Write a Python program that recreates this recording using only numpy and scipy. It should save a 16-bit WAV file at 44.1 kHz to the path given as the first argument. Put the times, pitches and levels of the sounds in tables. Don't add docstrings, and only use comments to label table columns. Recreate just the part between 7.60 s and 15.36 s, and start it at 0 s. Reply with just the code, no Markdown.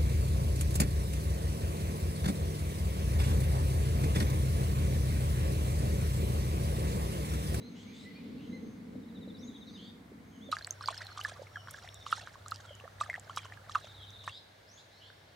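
import sys
import numpy as np
from scipy import signal
from scipy.fft import rfft, irfft, next_fast_len
from scipy.io import wavfile

SR = 44100
rng = np.random.default_rng(int(sys.argv[2]) if len(sys.argv) > 2 else 0)


def put_to_file(sound):
    columns = np.atleast_2d(sound).T
    safe = np.clip(columns, -1, 1)
    whole_steps = np.round(safe * 32767)
    wavfile.write(sys.argv[1], SR, whole_steps.astype(np.int16))


N = 342163
TIME = np.arange(N) / SR
LAPPING_START, LAPPING_END = 2.912, 6.715

# (pop time [s], pop level [dB], nominal pitch [Hz], ring time constant [s], rebound level re the pop [dB],
#  dip lead time [s], dip level [dB], peel level [dB], peel pitch [Hz], smack level [dB],
#  relative spray level [dB], spray decay rate [dB/s], relative slosh level [dB])
LICKS = [(2.9261, -21.5, 1236, 0.0047, -13, .009, -51, -42, 4060, -40, -52, 105, -52.5),
         (3.285, -18.5, 1103, 0.0022, -21, .076, -34, -47, 4300, -57, -53, 64, -48),
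         (3.6486, -23, 1714, 0.0037, -22, .074, -33, -37, 5030, -40, -52.5, 87, -53.5),
         (4.1431, -38.5, 1657, 0.0046, -17, .060, -39.5, -53, 3960, -55, -60.5, 39, -53.5),
         (4.5265, -15.5, 1306, 0.0029, -29, .062, -30.5, -34, 3250, -40, -52.5, 80, -53),
         (4.9195, -25, 1294, 0.003, -30, .059, -37.5, -33.5, 4200, -46, -55, 105, -53),
         (5.4107, -21.5, 1196, 0.0054, -24, .010, -52, -39, 3360, -62, -56.5, 53, -51),
         (5.7731, -22.5, 1180, 0.0015, -16, .077, -34, -46, 4740, -41, -53, 113, -51.5),
         (6.154, -16.5, 1251, 0.0038, -6.5, .059, -34.5, -39, 3370, -57, -53, 108, -58.5),
         (6.677, -24.5, 1146, 0.001, -15, .036, -50, -44, 4000, -49, -54, 150, -59)]


def amp(db):
    return 10 ** (np.asarray(db) / 20)


def unit(x):
    return x / np.sqrt(np.mean(abs(x) ** 2) + 1e-20)


def read(points, hz):
    f, value = np.transpose(points)
    return np.interp(np.log(hz + 1), np.log(f + 1), value)


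def curve(rows):
    times, values = np.transpose(rows)
    return np.interp(TIME, times, values)


def during(start, end, fade):
    return np.clip(np.minimum(TIME - start, end - TIME) / fade + .5, 0, 1)


def add(mix, s, sound):
    at = round(s * SR)
    sound = sound[..., max(-at, 0):]
    part = mix[..., max(at, 0):][..., :sound.shape[-1]]
    part += sound[..., :part.shape[-1]]


def flutter(size, width_hz):
    length = next_fast_len(size + 4096)
    hz = np.fft.fftfreq(length, 1 / SR)
    noise = rng.standard_normal(length) + 1j * rng.standard_normal(length)
    return unit(np.fft.ifft(noise * np.exp(-(hz / width_hz) ** 2)))[:size]


def wash(colour):
    # (frequency [Hz], correlation [0-1])
    likeness = [(60, 1), (150, 0.88), (300, 0.93), (600, 0), (1500, 0.01), (4000, 0.33), (9000, 0.17),
                (15000, 1)]
    size = next_fast_len(N)
    hz = np.fft.rfftfreq(size, 1 / SR)
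    mid, side = rfft(rng.standard_normal((2, size))) * amp(read(colour, hz))
    like = np.clip(read(likeness, hz), 0, 1)
    side = side * np.sqrt((1 - like) / (1 + like))
    return unit(irfft(np.array([mid + side, mid - side]), size)[:, :N])


def echoes(x, t60, delay, dull_hz):
    t = np.arange(SR // 2) / SR
    onset = np.clip(t / delay - 1, 0, 1)
    taps = rng.standard_normal((2, len(t))) * amp(-60 * t / t60) * onset
    lowpass = signal.butter(1, min(dull_hz, SR / 2.2), fs=SR)
    taps = signal.lfilter(*lowpass, taps / np.linalg.norm(taps[0]))
    return signal.oaconvolve(np.broadcast_to(x, (2, N)), taps, axes=1)[:, :N]


def garden(rumble_db=0, waver=0.35, waver_hz=7):
    # (frequency [Hz], relative density [dB per Hz])
    air_before = [(20, -32), (40, -19), (62, 1.5), (100, -1.5), (200, 2), (500, -12), (700, -12),
                  (1400, -16), (1800, -16.5), (2150, -15.5), (2600, -25), (4000, -26), (7500, -32),
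                  (15500, -36.5)]
    air_during = [(20, -42), (40, -19), (62, 0.5), (85, -0.5), (130, 0.5), (180, -7.5), (300, -12.5),
                  (600, -9), (1000, -14.5), (1700, -14.5), (2500, -24.5), (4000, -22), (8000, -30),
                  (15500, -36)]
    air_after = [(20, -34), (40, -19), (62, -2), (130, 1.5), (200, -4), (360, -5.5), (600, -1.5), (850, -7),
                 (1300, -11.5), (1650, -5.5), (2500, -20), (3700, -14), (7500, -25), (15500, -32.5)]
    # (level [dB], ...)
    air_db = [-57.5, -57.5, -60]
    hum_db = [-67.5, -57, -68.5]
    # (time [s], level [dB])
    rumble_level = [(0.0, -49), (0.02, -46.5), (0.07, -50.5), (0.11, -49), (0.59, -50.5), (0.65, -46.5),
                    (0.86, -48.5), (0.92, -43.5), (0.99, -49), (1.07, -44.5), (1.11, -49), (1.39, -44),
                    (1.49, -53), (1.69, -43), (2.5, -57), (2.51, -52.5), (2.75, -57), (2.9, -49.5)]
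    # (frequency [Hz], relative density [dB per Hz])
    rumble_colour = [(50, -31.5), (90, -9.5), (140, -12), (185, 0.5), (245, 3.5), (290, -2.5), (370, -19),
                     (460, -9), (560, -23), (900, -65)]
    hum_hz = 99.5
    heave_db, heave_hz = 2.8, 5

    lapping = during(LAPPING_START, LAPPING_END, 0.004)
    before = during(-1, LAPPING_START, 0.0086)
    stretches = [before, lapping, 1 - lapping - before]
    colours = [air_before, air_during, air_after]
    air = sum(wash(colour) * amp(db) * share for colour, db, share in zip(colours, air_db, stretches))

    heave = heave_db * flutter(N, heave_hz).real
    rumble = wash(rumble_colour) * amp(curve(rumble_level) + rumble_db + heave) * before

    carrier = np.exp(2j * np.pi * hum_hz * TIME)
    hum = unit(((1 + waver * flutter(N, waver_hz)) * carrier).real)
    return air + rumble + hum * sum(amp(db) * share for db, share in zip(hum_db, stretches))


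def slide(length, middle_hz, share, arch=0):
    u = np.linspace(-1, 1, int(length * SR))
    return middle_hz * (1 + share * u / 2 - arch * u ** 2)


def note(pitch, width_hz):
    clear = np.exp(-width_hz / 150)
    voice = np.sqrt(clear) + np.sqrt(1 - clear) * flutter(len(pitch), width_hz * 1.16)
    tone = (voice * np.exp(2j * np.pi * np.cumsum(pitch) / SR)).real
    return unit(tone * signal.windows.tukey(len(pitch), .6))


def birds(direct_db=-2.0, trees_db=-5, trill_trees_db=-8, trill_db=-2):
    # (time [s], length [s], start pitch [Hz], level [dB], rasp level re the call [dB])
    cries = [(.14, .12, 2800, -63.5, -5), (0.309, 0.18, 3310, -62.5, -8), (.766, .14, 2590, -66.5, -15),
             (2.04, 0.16, 3970, -67, -22), (2.147, 0.18, 2940, -57.5, -23), (6.689, .12, 3180, -53.5, -22),
             (7.167, .056, 3210, -60, -18), (7.287, 0.15, 3580, -66.5, -22),
             (7.392, 0.13, 2850, -59.5, -24)]
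    # (time [s], level [dB])
    sweeps = [(1.745, -65.5), (7.045, -63.5)]
    # (time [s], length [s], middle pitch [Hz], slide [share of pitch], level [dB])
    whistles = [(0.0, .1, 4100, .12, -61.5), (.259, .068, 2340, .12, -65), (.438, .08, 2020, .06, -57),
                (.532, .05, 4400, .11, -65), (.546, .06, 2440, .08, -61), (.909, .06, 4080, .09, -63.5),
                (.915, .07, 2060, -.02, -59)]
    # (time [s], length [s], top pitch [Hz], slide [share], arch [share], level [dB])
    arched = [(2.798, 0.11, 3650, 0.057, 0.19, -61)]
    # (time [s], middle pitch [Hz], level [dB])
    falls = [(1.885, 3480, -64.5), (2.709, 3060, -71), (3.935, 3086, -60.5), (5.06, 3130, -58),
             (5.781, 3080, -61), (6.37, 3270, -57.5)]
    # (time [s], note period [s], notes [count], note length [s], top pitch [Hz],
    #  bottom pitch [Hz], first level [dB], last level [dB], blur [Hz])
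    trill_rows = [(1.347, .0655, 3, .044, 4100, 3400, -76, -68, 160),
                  (1.543, .0655, 10, .044, 4100, 3400, -60, -55.5, 40),
                  (3.225, .068, 5, .05, 4450, 4000, -58, -58, 120),
                  (4.335, .058, 4, .052, 3850, 3500, -59, -57, 200),
                  (6.21, .0615, 8, .068, 3920, 3500, -58.5, -54, 260)]
    # (time [s], level [dB])
    chatter = [(0, -68), (.3, -61), (.6, -62.5), (1.3, -72.5), (2.7, -75), (3.5, -60.5), (3.9, -71),
               (7.76, -67)]
    # (frequency [Hz], relative density [dB per Hz])
    chatter_colour = [(1500, -28), (2100, 8), (2450, 1), (2800, 1), (3400, 3), (4200, 2.5), (5200, -7),
                      (7500, -21)]
    cry_rise, upper_ratio, upper_db = 1.29, 1.3, -8.5
    cry_width_hz, rasp_width_hz = 300, 1600
    sweep_s, sweep_bend_s, sweep_width_hz = .18, .055, 300
    sweep_from_hz, sweep_to_hz = 3000, 7000
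    whistle_arch, whistle_width_hz = .025, 28
    fall_s, fall_slide, fall_width_hz = .105, -0.139, 160

    song, trills = np.zeros((2, N))
    for s, length, hz, db, rasp_db in cries:
        pitch = np.linspace(hz, hz * cry_rise, int(length * SR))
        lower = note(pitch, cry_width_hz)
        upper = note(pitch * upper_ratio, cry_width_hz)
        add(song, s, amp(db) * (lower + amp(upper_db) * upper))
        add(song, s, amp(db + rasp_db) * note(2 * pitch, rasp_width_hz))
    for s, db in sweeps:
        to_go = np.exp(-np.arange(0, sweep_s, 1 / SR) / sweep_bend_s)
        pitch = sweep_to_hz + (sweep_from_hz - sweep_to_hz) * to_go
        add(song, s, amp(db) * note(pitch, sweep_width_hz))
    for s, length, hz, share, db in whistles:
        add(song, s, amp(db) * note(slide(length, hz, share, whistle_arch), whistle_width_hz))
    for s, length, hz, share, arch, db in arched:
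        add(song, s, amp(db) * note(slide(length, hz, share, arch), whistle_width_hz))
    for s, hz, db in falls:
        add(song, s, amp(db) * note(slide(fall_s, hz, fall_slide), fall_width_hz))
    for s, period, notes, length, top_hz, bottom_hz, first_db, last_db, width_hz in trill_rows:
        for k, db in enumerate(np.linspace(first_db, last_db, notes)):
            pitch = np.linspace(top_hz, bottom_hz, int(length * SR))
            add(trills, s + k * period, amp(db) * note(pitch, width_hz))
    to_trees = amp(trees_db) * song + amp(trill_trees_db) * trills
    scattered = echoes(to_trees, t60=0.47, delay=0.006, dull_hz=9200)
    farther = wash(chatter_colour) * amp(curve(chatter))
    return amp(direct_db) * song + amp(trill_db) * trills + scattered + farther


def insect(width_hz=210, scatter_db=-6):
    # (start [s], end [s], pitch [Hz], level [dB])
    phrases = [(-.1, 0.496, 6320, -74.5), (0.745, 1.242, 6340, -75.5), (1.853, 2.319, 6310, -74.5),
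               (2.6, 2.996, 6400, -76), (2.961, 3.76, 5470, -72.5), (3.754, 4.724, 5560, -68.5),
               (5.05, 5.545, 6170, -81), (6.703, 7.596, 6520, -85), (7.298, 7.851, 5440, -80)]
    buzz = np.zeros(N)
    for start, end, hz, db in phrases:
        t = np.arange(int((end - start) * SR)) / SR
        tone = (flutter(len(t), width_hz) * np.exp(2j * np.pi * hz * t)).real
        fades = signal.windows.tukey(len(t), .6)
        shiver = amp(2 * flutter(len(t), 12).real)
        add(buzz, start, amp(db) * unit(tone) * fades * shiver)
    return buzz + amp(scatter_db) * echoes(buzz, t60=0.23, delay=0.034, dull_hz=10200)


def bubble(hz, ring, glide, swell_cycles=1.0, swell_s=0.00017):
    t = np.arange(int(7 * ring * SR) + 64) / SR
    swell = 1 - np.exp(-(t / (swell_cycles / hz + swell_s)) ** 2)
    level = swell * np.exp(-t / ring)
    pitch = hz * (1 + glide * np.tanh((t / ring - 1) / 2))
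    return level / level.max() * np.exp(2j * np.pi * np.cumsum(pitch) / SR)


def knocks():
    # (time [s], level [dB], pitch [Hz], ring time constant [s])
    knock_rows = [(.783, -53, 4200, .0005), (1.353, -42, 500, 0.0036), (1.673, -44.5, 544, 0.003),
                  (1.69, -60, 3600, .0005), (2.518, -44, 405, 0.002), (7.501, -45, 1570, 0.0017)]
    out = np.zeros(N)
    for s, db, hz, ring in knock_rows:
        add(out, s, amp(db) * bubble(hz, ring, 0).imag)
    return out


def squelches(width_hz=330, grain_hz=200):
    # (time [s], level [dB])
    squelch_rows = [(3.284, -57), (3.413, -57), (4.271, -59), (5.543, -57.5), (5.924, -59.5)]
    size = int(0.024 * SR)
    from_hz, to_hz = 1300, 3700
    out = np.zeros(N)
    turn = np.exp(2j * np.pi * np.cumsum(np.geomspace(from_hz, to_hz, size)) / SR)
    for s, db in squelch_rows:
        sputter = flutter(size, width_hz) * abs(flutter(size, grain_hz))
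        add(out, s, amp(db) * unit((sputter * turn).real * signal.windows.tukey(size, .5)))
    return out


def smack(db, decay, low_hz=6500, high_hz=13000, apart=0.55, attack_s=.0004):
    t = np.arange(2048) / SR
    band = signal.butter(2, [low_hz, min(high_hz, SR / 2.2)], "band", fs=SR)
    shared, left, right = signal.lfilter(*band, rng.standard_normal((3, len(t))))
    crackle = unit(shared + apart * np.array([left, right]))
    return amp(db) / 2 * crackle * np.exp(-t / decay) * np.minimum(t / attack_s, 1)


def pop(db, hz, ring, pan, glide=0.02, snap_db=-16, snap_s=0.0013, snap_ratio=4.2,
        lead=0.18, lead_hz=1250, swell_share=.13):
    t = np.arange(512) / SR
    wet = signal.butter(2, [hz * 0.51, min(hz * snap_ratio, 11500)], "band", fs=SR)
    snap = unit(signal.lfilter(*wet, rng.standard_normal(len(t))))
    snap = snap * np.exp(-t / snap_s) * (1 - np.exp(-t * hz))
    ahead = lead * np.exp(-(2 * np.log(hz / lead_hz)) ** 2)
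    ring = max(ring, .0002)
    tone = bubble(hz, ring, glide * rng.uniform(0, .6), swell_cycles=0.83, swell_s=swell_share * ring)
    out = np.zeros((2, SR // 10))
    add(out, 0, (tone * np.exp(1j * np.array([[ahead], [0]]))).imag)
    add(out, 0, amp(snap_db) * snap)
    return amp(db + np.array([[pan], [-pan]]) / 2) * out


def drops():
    # (time [s], level [dB], pitch [Hz], ring time constant [s], left minus right [dB])
    drop_rows = [(2.888, -43, 560, .0067, -10), (2.917, -29.5, 4030, 0.0018, -3),
                 (2.9324, -24, 1233, .0027, 0), (2.9676, -27, 1640, 0.00098, -1),
                 (2.9866, -36.5, 4700, .0014, -1), (3.0104, -39, 1660, 0.002, 0),
                 (3.0239, -41, 4180, .0031, -4), (3.0464, -28, 4400, 0.00084, -3),
                 (3.0704, -33, 7850, 0.0014, -3), (3.0746, -31, 1700, 0.00039, 0),
                 (3.1078, -23, 6340, 0.0015, -4), (3.1254, -42, 7160, .001, -6),
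                 (3.239, -35.5, 1450, 0.0033, -1), (3.259, -29, 4760, 0.0015, -3),
                 (3.276, -27, 4500, 0.0013, -3), (3.3048, -35, 3280, .0006, -2),
                 (3.326, -39, 1510, 0.0015, 1), (3.3446, -38, 4660, .0012, -1),
                 (3.3774, -34, 5150, 0.0027, 2), (3.417, -34, 1890, 0.0022, 0),
                 (3.468, -36.5, 4070, 0.0016, -4), (3.591, -34, 1200, 0.0062, -2),
                 (3.6122, -33, 3010, .0025, -2), (3.6557, -33.5, 1210, 0.0031, -1),
                 (3.7197, -41, 664, 0.0025, -2), (3.7928, -43, 543, .0086, -12),
                 (3.8179, -35.5, 550, 0.0022, 1), (3.869, -44.5, 2200, 0.0019, -2),
                 (3.9574, -32, 1673, 0.0048, -2), (3.9698, -33.5, 1380, 0.0023, -1),
                 (4.0733, -35, 1440, .0005, -1), (4.085, -38.5, 1460, 0.0023, -2),
                 (4.186, -40.5, 1690, 0.0018, 0), (4.243, -43.5, 740, 0.0041, -2),
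                 (4.2759, -37.5, 1940, .0007, 0), (4.289, -39, 3560, 0.0015, 3),
                 (4.344, -35, 7400, 0.00035, -4), (4.574, -38.5, 1570, .0016, -1),
                 (4.5803, -42, 873, 0.0041, -5), (4.673, -31.5, 1400, 0.00072, -2),
                 (4.755, -43, 1090, .003, -3), (4.883, -31, 7100, 0.00023, -5),
                 (4.9598, -34, 4930, 0.00031, -5), (5.1067, -42.5, 580, .0062, 0),
                 (5.152, -42.5, 6900, .0005, -2), (5.2, -42.5, 2760, 0.0019, 0),
                 (5.2376, -43.5, 520, .0063, -6), (5.253, -42.5, 670, 0.0033, -3),
                 (5.277, -39.5, 1280, 0.0021, -5), (5.4353, -38, 1790, .0027, -2),
                 (5.461, -42, 1240, .0048, -2), (5.4913, -40.5, 667, .0046, -3),
                 (5.4987, -24.5, 2020, 0.0023, 0), (5.5038, -36.5, 2130, 0.0088, 1),
                 (5.5303, -35, 1760, 0.00088, -1), (5.5405, -28, 1890, 0.0037, -1),
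                 (5.5524, -32.5, 1690, 0.0018, -1), (5.5584, -36.5, 2010, .0022, 0),
                 (5.5787, -38.5, 750, .0026, 0), (5.5972, -34.5, 7500, 0.0003, -3),
                 (5.705, -39.5, 1360, 0.005, -3), (5.763, -30.5, 5800, 0.00033, -4),
                 (5.782, -39, 3300, 0.0049, -2), (5.7899, -38, 2370, .0021, -3),
                 (5.9223, -36.5, 1840, 0.0018, 0), (6.1503, -25, 1500, 0.0012, 0),
                 (6.243, -42.5, 640, 0.0031, -2), (6.505, -45, 6130, 0.00087, -2),
                 (6.6794, -32.5, 1810, 0.0022, 0), (6.6936, -40.5, 2750, 0.0043, 1)]
    # (time [s], level [dB], time constant [s])
    smack_rows = [(3.4495, -41.5, .001), (4.109, -36, 0.0043), (4.344, -40, .0008), (4.909, -36, .001)]
    out = np.zeros((2, N))
    for s, db, hz, ring, pan in drop_rows:
        add(out, s, pop(db, hz, ring, pan))
    for s, db, decay in smack_rows:
        add(out, s, smack(db, decay))
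    return out


def droplets(colour, per_s, cycles, spread_db, pan_db, count=36):
    out = np.zeros((2, N))
    for hz in np.geomspace(colour[0][0], colour[-1][0], count):
        chance = rng.random(N)
        size = np.minimum(rng.exponential(1, N), 3.5)
        clicks = (chance < per_s / count / SR) * amp(spread_db * size + read(colour, hz))
        ring = bubble(hz, cycles * rng.uniform(0.84, 2.85) / hz, 0.029)
        ring = ring / np.linalg.norm(ring)
        pan = pan_db + 2 * rng.standard_normal()
        turn = .5 * rng.standard_normal()
        sides = amp(np.array([[pan], [-pan]]) / 2) * np.exp(1j * np.array([[turn], [0]]))
        for at in np.flatnonzero(clicks):
            add(out, at / SR, clicks[at] * (sides * ring).imag)
    return unit(out)


def stirred(s, dip_s, db, fall_db_per_s, early_db, burst_s, linger_db, attack_s=0.0071):
    t = np.arange(SR) / SR - dip_s - attack_s
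    attack = np.clip((t - t[0]) / attack_s, 0, 1)
    settling = amp(np.where(t < 0, early_db, linger_db - fall_db_per_s * t)) * attack
    level = np.zeros(N)
    add(level, s + t[0], amp(db) * (settling + np.exp(-(t / burst_s) ** 2)))
    return level


def licks():
    pan = -3
    dip_hz, dip_ring_s = 1220, 0.0028
    tick_db, tick_hz, tick_ring_s = -9.5, 3580, 0.002
    smack_lead_s, smack_s = 0.012, 0.0031
    peel_lead_s, peel_ring_s = .006, 0.0012
    overtone_ratio, overtone_db, overtone_ring_s = 2.15, -21, 0.0037
    bowl_db, bowl_hz, bowl_ring_s = -35, 1282, 0.0061
    rebound_s, rebound_ring_s = .0058, 0.003

    out = np.zeros((2, N))
    for s, db, hz, ring, rebound_db, dip_s, dip_db, peel_db, peel_hz, smack_db, *_ in LICKS:
        add(out, s - dip_s, pop(dip_db, dip_hz * rng.uniform(0.88, 1.05), dip_ring_s, pan))
        add(out, s - dip_s, pop(dip_db + tick_db, tick_hz * rng.uniform(0.84, 1.18), tick_ring_s, 0))
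        add(out, s - smack_lead_s, smack(smack_db, smack_s))
        add(out, s - peel_lead_s, pop(peel_db, peel_hz, peel_ring_s, pan))
        add(out, s, pop(db, hz, ring, pan))
        add(out, s, pop(db + overtone_db, hz * overtone_ratio, overtone_ring_s, pan))
        add(out, s, pop(db + bowl_db, bowl_hz, bowl_ring_s, 0))
        rebound_hz = hz * rng.uniform(0.9, 1.02)
        add(out, s + rebound_s, pop(db + rebound_db, rebound_hz, rebound_ring_s, pan))
    return out


def dog(spray_db=-3, drips_db=-4.5, slosh_db=-5, plips_db=-8, yard_db=-17, clump_db=9.5, clump_hz=45):
    # (frequency [Hz], relative level [dB])
    drips_colour = [(2000, -6), (4500, 1), (9000, -6.5)]
    spray_colour = [(2200, -24), (3300, 6), (4600, -0.5), (6500, 1), (8000, -3.5), (10500, -12),
                    (15500, -31)]
    slosh_colour = [(420, -37), (600, 2), (850, -2.5), (1250, -3), (1750, 2.5), (2300, -13)]
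    plips_colour = [(1150, 1.5), (1600, -2), (2400, -13.5)]

    thrown, rocked = np.zeros((2, N))
    for s, _, _, _, _, dip_s, *_, thrown_db, fall_db_per_s, rocked_db in LICKS:
        throw = stirred(s, dip_s, thrown_db, fall_db_per_s, early_db=-3.5, burst_s=0.0078, linger_db=0)
        rock = stirred(s, dip_s, rocked_db, fall_db_per_s=28, early_db=-2, burst_s=0.0049, linger_db=0)
        thrown = np.hypot(thrown, throw)
        rocked = np.hypot(rocked, rock)
    clumps = clump_db * np.tanh(flutter(N, clump_hz).real)
    spray = droplets(spray_colour, per_s=2200, cycles=2.8, spread_db=2.7, pan_db=-3.0) * amp(spray_db)
    drips = droplets(drips_colour, per_s=340, cycles=6.5, spread_db=3.5, pan_db=-1.5) * amp(drips_db)
    slosh = droplets(slosh_colour, per_s=340, cycles=2.9, spread_db=4.2, pan_db=-2.3) * amp(slosh_db)
    plips = droplets(plips_colour, per_s=45, cycles=4.5, spread_db=2.5, pan_db=-1.2) * amp(plips_db)
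    splash = (spray + drips) * thrown * amp(clumps) + (slosh + plips) * rocked * amp(clumps / 2)
    water = licks() + drops() + squelches() + splash * during(LAPPING_START, LAPPING_END, 0.01)
    return water + amp(yard_db) * echoes(water, t60=0.1, delay=0.0036, dull_hz=6100)


def scene():
    return garden() + birds() + insect() + knocks() + dog()


def record(dry):
    lowpass = signal.firwin(511, 15900, window=("kaiser", 9), fs=SR)
    return signal.oaconvolve(dry, lowpass[None], "same")


dry = scene()
out = record(dry)
put_to_file(out)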